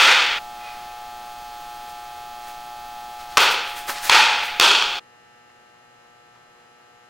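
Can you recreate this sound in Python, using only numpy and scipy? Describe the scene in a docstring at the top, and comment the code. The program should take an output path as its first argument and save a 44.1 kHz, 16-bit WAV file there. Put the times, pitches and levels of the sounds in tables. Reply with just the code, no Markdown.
"""Leather smacks (ball in mitt, glove on thigh) of softball pitching in a long steel-roofed training hall.
Each smack is a short resonant noise burst, a damped low swing and a reverberant wash, flattened at full scale.
Swelling noise makes the scuffs on turf and a faint far ringing; lamp ballasts buzz as mains harmonics over hiss.
The scene is heard first in near mono from behind the pitcher, then, much quieter and in stereo, from the side."""
import sys
import numpy as np
from scipy import signal
from scipy.fft import rfft, irfft, next_fast_len
from scipy.io import wavfile

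SR = 44100
rng = np.random.default_rng(int(sys.argv[2]) if len(sys.argv) > 2 else 0)


def to_wav(s):
    """Save 16-bit WAV."""
    ch = np.atleast_2d(s).T  # columns
    pcm = np.round(np.clip(ch, -1, 1) * 32767)  # PCM
    wavfile.write(sys.argv[1], SR, pcm.astype(np.int16))


N = 312669
TIME = np.arange(N) / SR  # [s]
# spectrum of struck leather: (frequency [Hz], relative level per Hz [dB])
LEATHER = [(60, -98), (150, -76.5), (380, -60.5), (700, -55.5), (1100, -50), (1800, -51), (3200, -48.5),
           (4600, -54.5), (6200, -59.5), (9000, -69.5), (15000, -78.5)]
# resonances and hollows of the leather: (frequency [Hz], width [Hz], level [dB])
POCKET = [(625, 80, -3.5), (910, 200, 7), (1070, 120, -5.5), (1360, 430, 6.5), (2506, 380, 5.5),
          (2900, 170, -1.5), (3400, 330, 3.5), (3900, 340, -1.5), (4420, 350, 3.5)]


def undb(db):
    """Amplitude gain is ten to the power of a twentieth of the level in decibels."""
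    return 10 ** (np.asarray(db) / 20)


def curve(points, hz):
    """Linear interpolation of (frequency [Hz], value) points on a logarithmic frequency axis."""
    at, value = np.transpose(points)
    return np.interp(np.log(np.maximum(hz, 1)), np.log(at), value)


def shaped(points, resonances, hz):
    """Source and resonance: a broad spectrum carries bell-shaped peaks and dips, in dB."""
    bells = sum(db / (1 + (2 * (hz - centre) / width) ** 2) for centre, width, db in resonances)
    return curve(points, hz) + bells


def noise(db_at, size):
    """Filtered Gaussian noise whose power density in dB per Hz is the function db_at(Hz)."""
    fast = next_fast_len(size)
    gain = undb(db_at(np.fft.rfftfreq(fast, 1 / SR))) * np.sqrt(SR / 2)
    spectrum = rfft(rng.standard_normal(fast)) * gain
    return irfft(spectrum, fast)[:size]


def walk(rate, size):
    """Slow random modulation: independent values, rate per second, joined by straight lines."""
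    at = np.arange(size) / SR * rate
    knots = size // 20
    return np.interp(at, np.arange(knots), rng.standard_normal(knots))


def add(track, s, sound):
    """Superposition: a sound is summed into the track from time s [s]."""
    start = int(round(s * SR))
    lo, hi = np.clip([start, start + len(sound)], 0, N)
    track[lo:hi] += sound[lo - start:hi - start]


def until(s, fade):
    """Linear gain ramp from 1 to 0, centred on time s [s] and lasting fade [s]."""
    return np.clip(.5 + (s - TIME) / fade, 0, 1)


def air(points, flutter_db=0.27):
    """Broadband turbulence: ventilation noise and hiss with a slight flutter in level."""
    return noise(lambda hz: curve(points, hz), N) * undb(flutter_db * walk(5.1, N))


def ballasts(strong, weak, waver, odd_db, scatter_db=2, count=85, size=4096):
    """Lamp cores vibrate in harmonics of twice the mains frequency; multipath makes them waver (mid, side)."""
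    buzz_hz = 119.97
    db = curve(weak, buzz_hz * np.arange(1, count + 1)) + scatter_db * rng.standard_normal(count)
    db[::2] += odd_db  # odd and even partials differ in strength
    for hz, line_db in strong:
        db[int(round(hz / buzz_hz)) - 1] = line_db
    place = TIME * buzz_hz % 1 * size

    def play(phases):
        """Fourier synthesis: one cycle of summed partials, repeated."""
        cycle = irfft(np.r_[0, undb(db) * phases], size) * size / np.sqrt(2)
        return np.interp(place, np.arange(size + 1), np.r_[cycle, cycle[0]])

    steady, *drifting = np.exp(2j * np.pi * rng.random((3, count)))
    mid = play(steady) + waver * sum(walk(3, N) * play(phases) for phases in drifting)
    # a quarter-cycle shift: each partial reaches one microphone earlier than the other
    side = play(steady * 1j * rng.choice([-1, 1], count))
    return mid, side


def behind(whistle_hz=15734, whistle_db=-60):
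    """Coherent and incoherent sound: mono hum, air and thin high whistle; unrelated noise in each channel."""
    # strong ballast partials: (nominal frequency [Hz], rms level [dB])
    strong_lines = [(600, -59), (720, -43.5), (840, -38.5), (1080, -56.5), (1200, -52), (1320, -49.5),
                    (1560, -57.5), (1800, -57.5), (2640, -58), (3120, -63), (3240, -57.5), (3600, -61),
                    (4440, -62.5), (6240, -70)]
    # weaker partials, before scatter and odd-partial offset: (frequency [Hz], rms level of each [dB])
    weak_lines = [(120, -83.5), (360, -64.5), (1700, -62), (2200, -66), (4800, -65.5), (5600, -72.5),
                  (7000, -71), (9000, -96.5)]
    # ventilation and hiss: (frequency [Hz], level per Hz [dB])
    air_points = [(10, -67), (30, -73.5), (100, -82.5), (220, -84.5), (600, -85.5), (850, -78),
                  (1050, -84.5), (1300, -83.5), (1800, -87), (4500, -88.5), (7000, -93), (10000, -94),
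                  (15500, -94.5)]
    # faint unrelated noise in each channel, stronger in the bass: (frequency [Hz], level per Hz [dB])
    channel_noise_points = [(20, -88), (80, -92.5), (400, -107), (2000, -109), (15000, -109.5)]
    whistle = np.sqrt(2) * undb(whistle_db) * np.sin(2 * np.pi * whistle_hz * TIME)
    hum, _ = ballasts(strong_lines, weak_lines, waver=0.04, odd_db=0.5)
    channel_noise = np.array([noise(lambda hz: curve(channel_noise_points, hz), N) for _ in range(2)])
    return hum + air(air_points) + whistle + channel_noise


def beside():
    """Diffuse-field coherence: fainter hum and air, most alike in the bass, a little louder on the left."""
    # strong ballast partials, before the stereo mix: (nominal frequency [Hz], rms level [dB])
    strong_lines = [(480, -67.5), (720, -64.5), (840, -61.5), (1200, -66.5), (1320, -62.5), (1560, -66.5),
                    (1800, -68), (1920, -70.5), (2760, -71), (3000, -74), (3960, -80), (4080, -80),
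                    (6600, -77), (6840, -82)]
    # weaker partials, before scatter, odd-partial offset and mix: (frequency [Hz], rms level of each [dB])
    weak_lines = [(120, -75.5), (240, -73.5), (600, -81), (2300, -76), (3400, -85.5), (5000, -85.5),
                  (7000, -96), (10000, -102.5)]
    # ventilation and hiss, before the stereo mix: (frequency [Hz], level per Hz [dB])
    air_points = [(25, -101), (60, -101), (120, -91), (280, -95), (500, -91.5), (1200, -95), (2000, -98),
                  (3200, -104), (5000, -108), (8000, -112), (13000, -118), (15500, -126)]
    # difference between the two microphones: (frequency [Hz], side minus mid [dB])
    diffuse_points = [(60, -9), (110, -15), (200, -2), (380, -2), (1300, -2.5), (4400, 0.5)]
    hums = ballasts(strong_lines, weak_lines, waver=0.17, odd_db=1.5)
    mid, side = (hum + air(air_points) for hum in hums)
    fast = next_fast_len(N)
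    side_gain = undb(curve(diffuse_points, np.fft.rfftfreq(fast, 1 / SR)))
    side = irfft(rfft(side, fast) * side_gain, fast)[:N]
    return np.array([mid + side, mid - side]) * undb([[.7], [-.7]])


def far_ring(s=0.694, rise_s=0.099, fall_s=0.15):
    """Resonance at a distance: something far down the hall rings faintly as one swell of reverberation."""
    # broad spectrum of the ringing: (frequency [Hz], level per Hz at the peak of the swell [dB])
    far_points = [(150, -100), (600, -82), (1400, -78), (2800, -79.5), (4500, -83), (7000, -96),
                  (15000, -112)]
    # its resonances: (frequency [Hz], width [Hz], level [dB])
    far_peaks = [(1330, 90, 4.5), (2020, 51, 11.5), (2493, 120, 13.5)]
    rising = np.exp(-((TIME - s) / rise_s) ** 2)
    falling = np.exp(-np.abs(TIME - s) / fall_s)
    swell = np.where(TIME < s, rising, falling)
    return swell * noise(lambda hz: shaped(far_points, far_peaks, hz), N)


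def rubs(events, spectrum, grain_db=1.0, low_cut_hz=150, fall_per_rise=1.4):
    """Friction: swells of tiny catches in one material, dying away more slowly than they grow."""
    track = np.zeros(N)
    for s, rise, db in events:
        t = np.arange(SR // 2) / SR - 2 * rise
        swell = np.where(t < 0, np.exp(-(t / rise) ** 2), np.exp(-np.abs(t) / (fall_per_rise * rise)))
        rub = noise(lambda hz: curve(spectrum, hz) - 10 * np.log10(1 + (low_cut_hz / (hz + 1)) ** 2), len(t))
        grain = undb(db + grain_db * walk(700, len(t)))
        add(track, s - 2 * rise, rub * swell * grain)
    return track


def scuffs(room_db=-15, room_t60=1.0, room_top_hz=4500):
    """Friction and convolution: soles drag, feet land and cloth swishes, each with a dull exponential tail."""
    # soles pushing off, landing and dragging on the turf: (time [s], rise [s], level [dB])
    drag_events = [(1.9, .018, -22), (2.49, 0.021, -17.5), (3.425, .03, -2), (3.52, 0.018, -5.5),
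                   (3.7, 0.054, -17), (3.785, .03, -9), (3.898, 0.019, 0), (4.055, 0.03, -2),
                   (4.456, 0.027, -12)]
    # soft thuds of feet coming down and of the ball settling in the glove: (time [s], rise [s], level [dB])
    thud_events = [(1.88, 0.011, -22), (3.898, 0.014, 0.5), (5.5, 0.0072, -30), (6.365, 0.025, -31),
                   (6.62, .04, -35.5), (6.81, .03, -36)]
    # sleeves and leggings swishing: (time [s], rise [s], level [dB])
    swish_events = [(2.44, 0.03, -21), (3.211, .02, -17), (3.333, 0.034, -18), (3.98, .055, -7),
                    (4.08, .024, -2)]
    # spectra of dragging soles, of thuds and of cloth: (frequency [Hz], relative level per Hz [dB])
    turf_points = [(300, -77), (1300, -62), (4500, -67.5), (13000, -71)]
    tread_points = [(300, -67), (1300, -57), (4500, -73.5), (13000, -92.5)]
    cloth_points = [(300, -77.5), (1300, -61.5), (4500, -64.5), (13000, -80.5)]
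    track = rubs(drag_events, turf_points) + rubs(thud_events, tread_points) + rubs(swish_events, cloth_points)
    t = np.arange(SR) / SR
    dull = noise(lambda hz: -10 * np.log10(1 + (hz / room_top_hz) ** 2), SR)
    tail = dull * np.exp(-np.log(1000) * t / room_t60)
    return track + undb(room_db) * signal.fftconvolve(track, tail / np.linalg.norm(tail))[:N]


def leather(hz):
    """Source and resonance: the spectrum of struck leather with its pocket."""
    return shaped(LEATHER, POCKET, hz)


def crack(db_at, db, length, snap_db, ring_s=0.00094, snap_hz=9000, low_cut_hz=200):
    """Impact radiation: direct noise as long as the contact [s], then a short ring; near, it keeps its treble."""
    t = np.arange(SR // 30) / SR
    burst = noise(lambda hz: db_at(hz) + snap_db * np.minimum(hz / snap_hz, 1), len(t))
    burst = burst * np.exp(-np.maximum(t - length, 0) / ring_s)
    # a hand-sized surface radiates little bass
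    burst = signal.sosfilt(signal.butter(2, low_cut_hz, "high", fs=SR, output="sos"), burst)
    rms = np.sqrt(np.sum(burst ** 2) / SR / (length + ring_s / 2))
    return burst * undb(db) / rms


def thump(hz=75, decay_s=0.0071):
    """Damped oscillation: the padded hand recoils in one heavily damped low swing."""
    t = np.arange(SR // 10) / SR
    return np.sin(2 * np.pi * hz * t) * np.exp(-t / decay_s)


def hall(db_at, hold_s, t60_factor):
    """Reverberation: reflections thicken, hold, then die away at a rate set for each octave band."""
    # decay time of the hall, before the factor of each smack: (frequency [Hz], t60 [s])
    t60_points = [(150, 1.1), (400, 0.95), (1000, 0.86), (3000, 1.267), (6000, 0.65), (10000, 0.69),
                  (15000, 0.33)]
    lumpy_db = 1.1
    build_s, build_per_hold = .017, .15  # the longer the hall holds a smack, the more slowly it fills
    t = np.arange(SR) / SR
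    wash = rfft(noise(db_at, SR) * undb(lumpy_db * walk(260, SR)))
    octave = np.log2(np.clip(np.fft.rfftfreq(SR, 1 / SR), 125, 16000) / 125)
    age = np.hypot(t, hold_s) - hold_s  # starts flat, so the level holds before it falls
    out = 0
    for k in range(8):
        t60 = t60_factor * curve(t60_points, 125 * 2 ** k)
        band = irfft(wash * np.maximum(1 - abs(octave - k), 0), SR)
        out = out + band * np.exp(-np.log(1000) * age / t60)
    return out * np.sqrt(1 - np.exp(-t / (build_s + build_per_hold * hold_s)))


def smacks(hollow_width=0.23, ring_width=0.14):
    """Impact and room response: crack, thump and the hall's answer; the opening one is cut off in mid-decay."""
    # leather smacks: (time [s], hall level [dB], hall hold [s], t60 factor [1], contact [s],
    # hollow of the pocket [Hz], its level [dB], strongest ring [Hz], its level [dB],
    # flat slap level [dB], tilt [dB per octave])
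    smack_events = [(-.035, -0.2, 0.19, 0.99, 0.0023, 534, 6.5, 3550, 3, 4, 0.38),
                    (3.371, 1.0, 0.068, 0.77, 0.0036, 510, 7, 1350, 1, -3, -0.93),
                    (4.0963, 0.87, 0.062, 1.047, 0.0034, 527, 5, 858, 10, 1.5, 0.57),
                    (4.598, 2.6, 0.058, 1.036, 0.0023, 390, 6, 3260, 2.5, -7.5, 0.04)]
    # rebounds and single wall reflections of the smacks: (time [s], level [dB])
    rebound_events = [(.126, -13), (3.3789, -3.5), (3.383, -11.5), (3.404, -8), (4.1166, -14.5),
                      (4.6111, -7.5), (4.824, -17.5)]
    crack_db, thump_db = -5.5, -32.5
    hall_gap_s, first_cut_s, rebound_s = .004, 0.3866, .0012
    slap_hz, slap_width_hz = 2020, 1000  # the broad band that a flat hit brings out
    tilt_pivot_hz = 1500
    # a contact this long gives the crack this much treble; each halving adds more
    ref_contact_s, snap_db, snap_db_per_halving = 0.0033, 6.5, 4.5
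    track = np.zeros(N)
    for (s, hall_db, hold_s, t60_factor, contact_s, hollow_hz, hollow_db,
         ring_hz, ring_db, slap_db, tilt_db) in smack_events:
        # how far the glove is open and where it is struck set resonances of its own
        own = [(hollow_hz, hollow_width * hollow_hz, hollow_db),
               (ring_hz, ring_width * ring_hz, ring_db),
               (slap_hz, slap_width_hz, slap_db)]
        halvings = np.log2(ref_contact_s / contact_s)

        def colour(hz):
            """Source and resonance: leather with this smack's own peaks and tilt."""
            return shaped(LEATHER, POCKET + own, hz) + tilt_db * np.log2((hz + 1) / tilt_pivot_hz)

        add(track, s, crack(colour, crack_db, contact_s, snap_db + snap_db_per_halving * halvings))
        add(track, s, undb(thump_db) * thump())
        add(track, s + hall_gap_s, undb(hall_db) * hall(colour, hold_s, t60_factor))
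        if s < 0:
            track *= until(first_cut_s, 0.015)
    for s, db in rebound_events:
        add(track, s, crack(leather, db, rebound_s, snap_db=2.5, ring_s=0.0005))
    return track


def scene(side_cut_s=4.993):
    """Superposition: the pitch from behind, then a cut to the quiet side view, with scuffs across both."""
    first = until(side_cut_s, 0.012)
    return first * (smacks() + far_ring() + behind()) + (1 - first) * beside() + scuffs()


def record(dry, top_hz=15900):
    """Saturation and band limiting: the input stage flattens cracks at full scale; the top is cut steeply."""
    clipped = dry / (1 + dry ** 6) ** (1 / 6)
    return signal.sosfiltfilt(signal.ellip(10, .05, 50, top_hz, fs=SR, output="sos"), clipped)


dry = scene()
out = record(dry)
to_wav(out)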